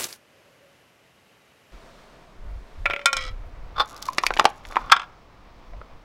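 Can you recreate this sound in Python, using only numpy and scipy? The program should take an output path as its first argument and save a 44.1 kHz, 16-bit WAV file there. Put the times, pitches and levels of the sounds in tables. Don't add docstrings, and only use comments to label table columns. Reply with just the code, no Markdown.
import sys
import numpy as np
from scipy import signal
from scipy.fft import rfft, irfft, next_fast_len
from scipy.io import wavfile
from scipy.ndimage import uniform_filter1d, map_coordinates

SR = 44100
rng = np.random.default_rng(int(sys.argv[2]) if len(sys.argv) > 2 else 0)


def unload_wav(signal):
    wavfile.write(
        sys.argv[1],
        SR,
        np.round(np.clip(np.atleast_2d(signal).T, -1, 1) * 32767).astype(np.int16),
    )


N = 266364

# f/Hz, level/dB
BRITTLE = [(100, -28.5), (1000, -10), (3000, -1), (5500, 6), (9000, -7.5), (15000, -10)]
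# f/Hz, level/dB
CONTACT = [(50, -26), (250, -24.5), (700, 0), (2300, 4), (4000, 1.5), (8000, -0.5), (10500, -10),
           (15000, -9)]
# f/Hz, level/dB
CRACK = [(50, -28), (200, -11.5), (550, 1), (1200, 2), (2400, 3), (3600, -5), (5500, -9), (9000, -26),
         (15000, -40)]


def amp(db):
    return 10 ** (np.asarray(db) / 20)


def unit(x):
    return x / np.sqrt(np.mean(x ** 2) + 1e-20)


def even(x, seconds):
    size = max(2, int(seconds * SR))
    power = uniform_filter1d(uniform_filter1d(x * x, size), size)
    return x / np.sqrt(np.abs(power) + 1e-12)


def along(points, hz):
    f, values = np.transpose(points)
    return np.interp(np.log(hz + 1), np.log(f + 1), values)


def curves(rows):
    times, *columns = np.transpose(rows)
    return [np.interp(np.arange(N) / SR, times, column) for column in columns]


def wobble(rate):
    points = rng.standard_normal(int(N * rate / SR) + 4)
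    return map_coordinates(points, [np.arange(N) * rate / SR])


def held(start, end, attack_s, release_s):
    t = np.arange(N) / SR
    return amp(-60 * (np.maximum(start - t, 0) / attack_s + np.maximum(t - end, 0) / release_s))


def strokes(rows, attack_s, release_s):
    return np.max([amp(db) * held(start, end, attack_s, release_s) for start, end, db in rows], axis=0)


def filtered(x, response):
    size = next_fast_len(len(x) + SR // 4)
    hz = np.fft.rfftfreq(size, 1 / SR)
    return irfft(rfft(x, size) * response(hz), size)[:len(x)]


def coloured(x, spectrum, tilt_db=0, size=1024):
    hz = np.fft.rfftfreq(size, 1 / SR)
    gain = unit(amp(along(spectrum, hz) + tilt_db * np.log2(1 + hz / 500)))
    cepstrum = irfft(np.log(gain + 1e-6))
    cepstrum[1:size // 2] *= 2
    cepstrum[size // 2 + 1:] = 0
    click_response = irfft(np.exp(rfft(cepstrum)))
    return signal.fftconvolve(x, click_response)[:len(x)]


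def lowpass(x, hz):
    return signal.sosfilt(signal.butter(2, min(hz, SR / 2 - 1), fs=SR, output='sos'), x)


def two_bands(x, low_db, high_db):
    low = filtered(x, lambda hz: 1 / (1 + (hz / 3300) ** 6))
    return amp(low_db) * unit(low) + amp(high_db) * unit(x - low)


def resonances(x, peaks):
    def response(f):
        return sum((-1) ** k * amp(db) * 1j * f * width / (hz * hz - f * f + 1j * f * width)
                   for k, (hz, width, db) in enumerate(peaks))
    return unit(filtered(x, response))


def noise(spectrum):
    return unit(filtered(rng.standard_normal(N), lambda hz: amp(along(spectrum, hz))))


def grains(rate, spread_db):
    clicks = (rng.random(N) < rate / SR) * rng.choice([-1, 1], N)
    return unit(clicks * amp(spread_db * rng.random(N)))


def burst(fade_s, spectrum, tilt_db=0):
    fade = amp(-60 * np.arange(SR // 3) / SR / fade_s)
    puff = coloured(fade * rng.standard_normal(len(fade)), spectrum, tilt_db)
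    return puff * np.linalg.norm(fade) / np.linalg.norm(puff) / 2


def ring(modes, pitch, scatter_db):
    t = np.arange(SR // 3) / SR
    hz, db, fade_s = np.transpose(modes)[:, :, None]
    strength = amp(db + scatter_db * rng.standard_normal(hz.shape))
    turns = hz * np.cumsum(pitch[:len(t)]) / SR + rng.random(hz.shape)
    tones = strength * amp(-60 * t / fade_s) * np.sin(2 * np.pi * turns)
    onset = 1 - np.exp(-t / 0.00051)
    return np.sum(tones, axis=0) * onset / 2


def add(track, s, sound):
    part = track[max(0, round(s * SR)):][:len(sound)]
    part += sound[:len(part)]


def crumbling_toy():
    # start/s, end/s, level/dB
    crushes = [(0, .01, -28), (.01, .056, -34), (.06, .135, -44.5)]
    # f/Hz, level/dB
    shards = [(60, -15), (350, 2), (800, -1.5), (1500, -1), (3000, -2), (6000, -4), (10000, -2.5),
              (15000, -10.5)]
    fractures = even(coloured(grains(rate=14000, spread_db=11), shards), 0.016)
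    return strokes(crushes, attack_s=.015, release_s=.115) * amp(2.8 * wobble(257)) * fractures


def brittle_snaps():
    # t/s, level/dB
    snaps = [(.001, -34), (.0085, -30), (0.033, -20), (0.0418, -12.5), (0.075, -37), (.091, -30),
             (0.098, -37), (0.1265, -24), (.149, -41), (3.878, -39), (3.964, -31), (3.977, -34),
             (4.02, -33), (4.025, -19), (4.055, -27), (4.065, -29), (4.082, -29), (4.133, -30),
             (4.2587, -28), (4.443, -25), (4.687, -37)]
    out = np.zeros(N)
    for s, db in snaps:
        add(out, s, amp(db) * burst(0.02, BRITTLE))
    return out


def quiet_air():
    # f/Hz, level/dB
    air = [(20, -42), (60, -12.5), (125, -5.5), (300, -9.5), (560, -7), (900, -13), (1700, -13),
           (3000, -13.5), (3400, -20), (6200, -24.5), (9000, -30), (11800, -28.5), (15500, -39)]
    return amp(-58 + 0.37 * wobble(8.4)) * noise(air)


def far_tones():
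    # start/s, end/s, f/Hz, level/dB
    tones = [(0.31, 0.76, 555, -60), (.2, 1.7, 1130, -75), (.2, 1.7, 2062, -73)]
    t = np.arange(N) / SR
    out = np.zeros(N)
    for start, end, hz, db in tones:
        progress = np.clip((t - start) / (end - start), 0, 1)
        swell = np.sqrt(np.abs(np.sin(np.pi * progress)))
        wavering = amp(2 * wobble(22)) * np.sin(2 * np.pi * hz * t + 1.7 * wobble(80))
        out += amp(db) * swell * wavering
    return out


def far_chirps():
    start, end, chirps_per_s, hz = 1.15, 1.62, 13, 3820
    t = np.arange(N) / SR
    pulsing = np.sin(np.pi * chirps_per_s * (t - start)) ** 4
    tone = np.sin(2 * np.pi * hz * t + wobble(100))
    return amp(-69) * held(start, end, attack_s=.4, release_s=.3) * pulsing * tone


def open_air():
    # f/Hz, level/dB
    outdoors = [(71, -33), (120, -2), (398, -4.5), (690, -3), (733, -4), (812, -11), (917, -5), (1300, -9),
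                (2240, -14.5), (2750, -19.5), (3170, -22), (15500, -50)]
    # t/s, body/dB, hiss/dB
    levels = [(1.72, -50.5, -61), (2, -51.5, -61), (2.4, -52.5, -67.5), (2.8, -52, -63.5), (3.5, -52, -70),
              (5.3, -56, -74), (6.04, -56, -72.5)]
    body_db, hiss_db = curves(levels)
    return two_bands(noise(outdoors), body_db + 0.66 * wobble(16), hiss_db)


def rolling_tyre():
    # f/Hz, level/dB
    tread = [(71, -33), (120, -8.5), (276, -5.5), (423, -12), (469, -7), (662, -6), (1220, -7.5),
             (1590, -20.5), (2200, -15), (2640, -19), (5380, -23.5), (10500, -48.5), (15500, -39.5)]
    # t/s, level/dB
    roll = [(1.72, -73), (3.5, -58.5), (4.2, -47.5), (4.58, -52.5), (4.8, -46), (5.1, -55), (5.3, -57.5),
            (5.62, -54), (6.04, -57.5)]
    db, = curves(roll)
    rush = coloured(grains(rate=14000, spread_db=18.5), tread)
    return two_bands(rush, low_db=db + 1.3 * wobble(22), high_db=db - 14)


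def wind():
    # start/s, length/s, relative level/dB
    gusts = [(1.735, 0.043, -40), (2.391, 0.25, -34), (2.74, 0.18, -36), (3.157, 0.31, -32),
             (3.52, 0.03, -40), (3.58, 0.154, -34.5), (3.761, 0.073, -37), (4.234, 0.18, -38.5),
             (4.655, 0.076, -39), (4.8, 0.078, -40), (5.669, 0.17, -39), (5.909, 0.056, -39.5)]
    # f/Hz, level/dB
    rumble = [(10, -7.5), (25, 0), (42, -2.5), (65, -15.5), (100, -18), (200, -43.5), (500, -75.5)]
    breeze_db, lift_db, arch_db, flutter_db = -52.5, 2, 8, 1.5
    t = np.arange(N) / SR
    strength = amp(breeze_db + 3 * wobble(5.4))
    for start, length, db in gusts:
        arch = np.sin(np.pi * np.clip((t - start) / length, 0, 1))
        swell = amp(db + lift_db + arch_db * (arch - 1))
        gust = swell * held(start, start + length, attack_s=.14, release_s=.22)
        strength = np.maximum(strength, gust)
    return strength * amp(flutter_db * wobble(18)) * even(noise(rumble), 0.019)


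def tumbling_cup():
    # f/Hz, level/dB, fade/s
    wall_tones = [(528, -23.5, 0.58), (1097, -17.5, .25), (1373, -6.5, 0.18), (1557, -13, 0.06),
                  (1880, -18.5, 0.15), (2200, -14.5, .15), (2300, -13, 0.16), (2424, -9, 0.14),
                  (2526, -19.5, 0.031), (2990, -16.5, 0.17), (3080, -11.5, .05), (3530, -7.5, .05),
                  (3970, -13, 0.057), (4570, -17.5, .035), (5200, -9, 0.046), (5610, -11, .04),
                  (6520, -16, 0.046), (7260, -21.5, .035), (8660, -18, 0.042)]
    # f/Hz, level/dB, fade/s
    base_tones = [(573, -15.5, 0.48), (1377, -3.5, .12)]
    # f/Hz, level/dB
    clack = [(150, -25), (500, -9), (900, -10.5), (1500, -4.5), (1950, -1.5), (2500, 1.5), (2900, -12),
             (3600, -11.5), (4400, -37), (12000, -46)]
    # t/s, pitch/ratio
    slosh = [(2.9, 1), (3.08, 1.016), (3.3, .96)]
    # t/s, level/dB, wall ring/dB
    rocks = [(2.856, -18.5, 0), (2.861, -16, -12), (2.899, -25.5, -9), (2.9077, -23.5, 6),
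             (2.935, -22, -11), (2.9628, -26, -6), (2.993, -33.5, 1), (3.0145, -39, 10)]
    # t/s, level/dB
    falls = [(3.0577, -.5), (3.1298, -8.5), (3.168, -11)]
    chatter = [(3.2112 + k * .0135, -25.5 - k * .9) for k in range(6)]
    bright_hz_per_db = 170
    # t/s, level/dB, brightness/Hz, wall ring/dB, bottom/dB
    on_base = [(s, db, 3480, ring_db, 12.5) for s, db, ring_db in rocks]
    on_side = [(s, db, 11000 + bright_hz_per_db * db, -2.5, -14) for s, db in falls + chatter]
    pitch, = curves(slosh)
    out = np.zeros(N)
    for s, db, bright_hz, ring_db, base_db in on_base + on_side:
        sloshing = pitch * (1 + .005 * rng.standard_normal() + .006 * wobble(120))
        wall = ring(wall_tones, sloshing[round(s * SR):], scatter_db=2.5)
        wall += amp(-17.5) * burst(0.082, CONTACT, tilt_db=-.7)
        blow = lowpass(amp(ring_db) * wall + burst(0.016, CONTACT), bright_hz)
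        bottom = burst(0.021, clack) + amp(-10.5) * ring(base_tones, np.ones(N), scatter_db=1.5)
        add(out, s, amp(db) * (blow + amp(base_db) * bottom))
    return out


def spinning_rim():
    # f/Hz, width/Hz, level/dB
    rim = [(1274, 53, 2.5), (1950, 25, 4.5), (2230, 70, -2.5), (3240, 42, 5.5), (3960, 63, -0.5),
           (5220, 290, -9), (6650, 200, -23.5), (7520, 190, -30.5)]
    start, end, fade_db_per_s = 3.17, 3.3, 90
    elapsed = np.maximum(np.arange(N) / SR - start, 0)
    spin = amp(-32 - fade_db_per_s * elapsed) * held(start, end, attack_s=.06, release_s=0.082)
    return spin * even(resonances(grains(rate=540, spread_db=21), rim), .05)


def car_hum():
    hz, width_hz = 100, 28
    drone = even(resonances(rng.standard_normal(N), [(hz, width_hz, 0)]), .05)
    return amp(-60) * held(3.7, 5.55, attack_s=4, release_s=3) * lowpass(drone, 160)


def skidding_cup():
    # start/s, end/s, level/dB
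    shoves = [(3.765, 3.768, -28.5), (3.783, 3.793, -23.5), (3.8, 3.815, -15.5), (3.825, 3.85, -37),
              (3.9, 4.08, -44.5), (4.7, 4.89, -41)]
    # f/Hz, width/Hz, level/dB
    pinched = [(540, 174, -13.5), (824, 40, -3), (1096, 94, 0), (1230, 108, 1), (1443, 147, -4.5),
               (3535, 58, 0.5), (4220, 81, -8.5), (4660, 75, -10), (5130, 360, -18)]
    push = strokes(shoves, attack_s=.035, release_s=.07)
    treble = amp(-2) * (push / push.max()) ** 0.62
    slips_per_s = 190 * np.exp(.35 * wobble(150))
    slips = np.diff(np.floor(np.cumsum(slips_per_s) / SR), prepend=0)
    friction = unit(slips * amp(3.9 * wobble(120))) + amp(-8) * rng.standard_normal(N)
    rasp = even(resonances(friction, pinched), 0.02) + amp(-26) * unit(coloured(friction, CRACK))
    low = filtered(rasp, lambda hz: 1 / (1 + (hz / 2200) ** 4))
    return push * (low + treble * (rasp - low))


def grinding_grit():
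    # start/s, end/s, level/dB
    grinds = [(3.86, 4.0, -55), (4.02, 4.46, -52), (4.66, 4.75, -56)]
    clumps = grains(rate=260, spread_db=23.5) * amp(4 * wobble(49))
    ticks = signal.fftconvolve(clumps, burst(0.0044, BRITTLE, tilt_db=-3.5))[:N]
    return strokes(grinds, attack_s=.15, release_s=.5) * even(ticks, .2)


def pop(ring_db, hz, crack_db, tilt_db):
    fade_cycles = 23
    t = np.arange(SR // 3) / SR
    hardness = np.clip(amp(crack_db - ring_db), .05, 1)
    bend = 1 + 0.053 * (np.exp(-t / 0.0042) - .5) + .2 * hardness * wobble(709)[:len(t)]
    onset = 1 - np.exp(-t * hardness / 0.00038)
    fade = amp(-60 * (t * hz / fade_cycles) ** 1.32)
    tone = onset * fade * np.sin(2 * np.pi * hz * np.cumsum(bend) / SR)
    return amp(ring_db) * tone + amp(crack_db) * burst(0.017, CRACK, tilt_db)


def buckling_cup():
    # t/s, ring/dB, f/Hz, crack/dB, crack tilt/(dB per octave)
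    buckles = [(4.0858, -6.5, 1077, -22.5, 1), (4.1828, -8.5, 1690, -1.5, 1), (4.2358, -8, 1070, -13, 2.5),
               (4.2655, -12, 2560, -1.5, 6), (4.3059, -12.5, 1050, -9.5, -6), (4.338, -23, 2380, -18, 4),
               (4.367, -30.5, 1410, -14, -4), (4.372, -35, 2100, -12.5, 1), (4.3901, -11, 935, -12, -7),
               (4.396, -3, 1000, 0, 3.5), (4.411, -19, 900, -13, -8.5), (4.444, -15, 850, -12.5, -6),
               (4.4537, -4, 702, 3.5, 0.5), (4.6515, -34, 1900, -26, -1.5), (4.7234, -36, 1180, -24, -2.5),
               (4.758, -20, 860, -14, -6), (4.7677, -5, 1136, -6.5, -8.5)]
    out = np.zeros(N)
    for s, ring_db, hz, crack_db, tilt_db in buckles:
        add(out, s, pop(ring_db, hz, crack_db, tilt_db))
    return out


def clapping_cup():
    # t/s, level/dB, brightness/Hz, ring/dB
    claps = [(4.898, -20.5, 2700, 2.5), (4.915, -12, 3000, 1.5), (4.9193, 5.5, 4620, -8),
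             (4.9227, -2, 2770, 7.5)]
    # f/Hz, level/dB, fade/s
    flat_tones = [(737, -32.5, 0.31), (968, -6, 0.064), (1120, -8, .08), (1216, -3, 0.046),
                  (1387, 2.5, 0.042), (1650, -7, 0.074), (2088, -13, 0.062), (2380, -15, 0.058),
                  (2728, -9, 0.034), (3230, -3, 0.034), (3530, -9, 0.074), (5170, -11.5, 0.052)]
    first_flight_s, shrink, loss_db = .032, .66, 6.5
    landings = [4.964 + first_flight_s * sum(shrink ** j for j in range(k)) for k in range(5)]
    bounces = [(s, -11.5 - k * loss_db, 3080, 0) for k, s in enumerate(landings)]
    out = np.zeros(N)
    for s, db, bright_hz, ring_db in claps + bounces:
        buzz = 1 + 0.0074 * rng.standard_normal() + 0.022 * wobble(400)
        blow = amp(ring_db) * ring(flat_tones, buzz, scatter_db=0.8) + burst(0.029, CONTACT)
        add(out, s, amp(db) * lowpass(blow, bright_hz))
    return out


def dull_knocks():
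    # t/s, level/dB, f/Hz
    knocks = [(5.735, -36.5, 716), (5.8147, -30.5, 1330)]
    out = np.zeros(N)
    for s, db, hz in knocks:
        add(out, s, pop(db, hz, crack_db=db + 3, tilt_db=-12.5))
    return out


def echo(x, stretch):
    # f/Hz, fade before stretching/s
    underbody = [(150, .2), (700, 0.34), (2000, 0.25), (5000, 0.12), (12000, 0.063)]
    hz, t, spectra = signal.stft(rng.standard_normal(SR // 2), SR, nperseg=256)
    fade_s = stretch * along(underbody, hz)[:, None]
    _, tail = signal.istft(spectra * amp(-60 * t / fade_s), SR, nperseg=256)
    delayed_tail = np.pad(tail / np.linalg.norm(tail), (SR // 300, 0))
    return signal.fftconvolve(x, delayed_tail)[:N]


def scene():
    steel = tumbling_cup() + spinning_rim() + skidding_cup() + buckling_cup() + clapping_cup()
    direct = crumbling_toy() + brittle_snaps() + steel + grinding_grit() + dull_knocks()
    wheel_slap = amp(-17) * echo(direct, stretch=0.38)
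    under_car_wash = amp(-24) * echo(direct, stretch=1.24)
    microphone_hiss = amp(-81) * rng.standard_normal(N)
    first = quiet_air() + far_tones() + far_chirps()
    second = open_air() + rolling_tyre() + wind() + car_hum() + microphone_hiss
    change_s, blend_s = 1.715, 0.0064
    blend = np.clip((np.arange(N) / SR - change_s) / blend_s, 0, 1)
    background = (1 - blend) * first + blend * second
    return (direct + wheel_slap + under_car_wash + background)[None]


def record(dry):
    top_hz = 15950
    clipped = dry[0] / (1 + np.abs(dry[0]) ** 8) ** (1 / 8)
    return .96 * filtered(clipped, lambda hz: 1 / (1 + (hz / top_hz) ** 110))[None]


dry = scene()
out = record(dry)
unload_wav(out)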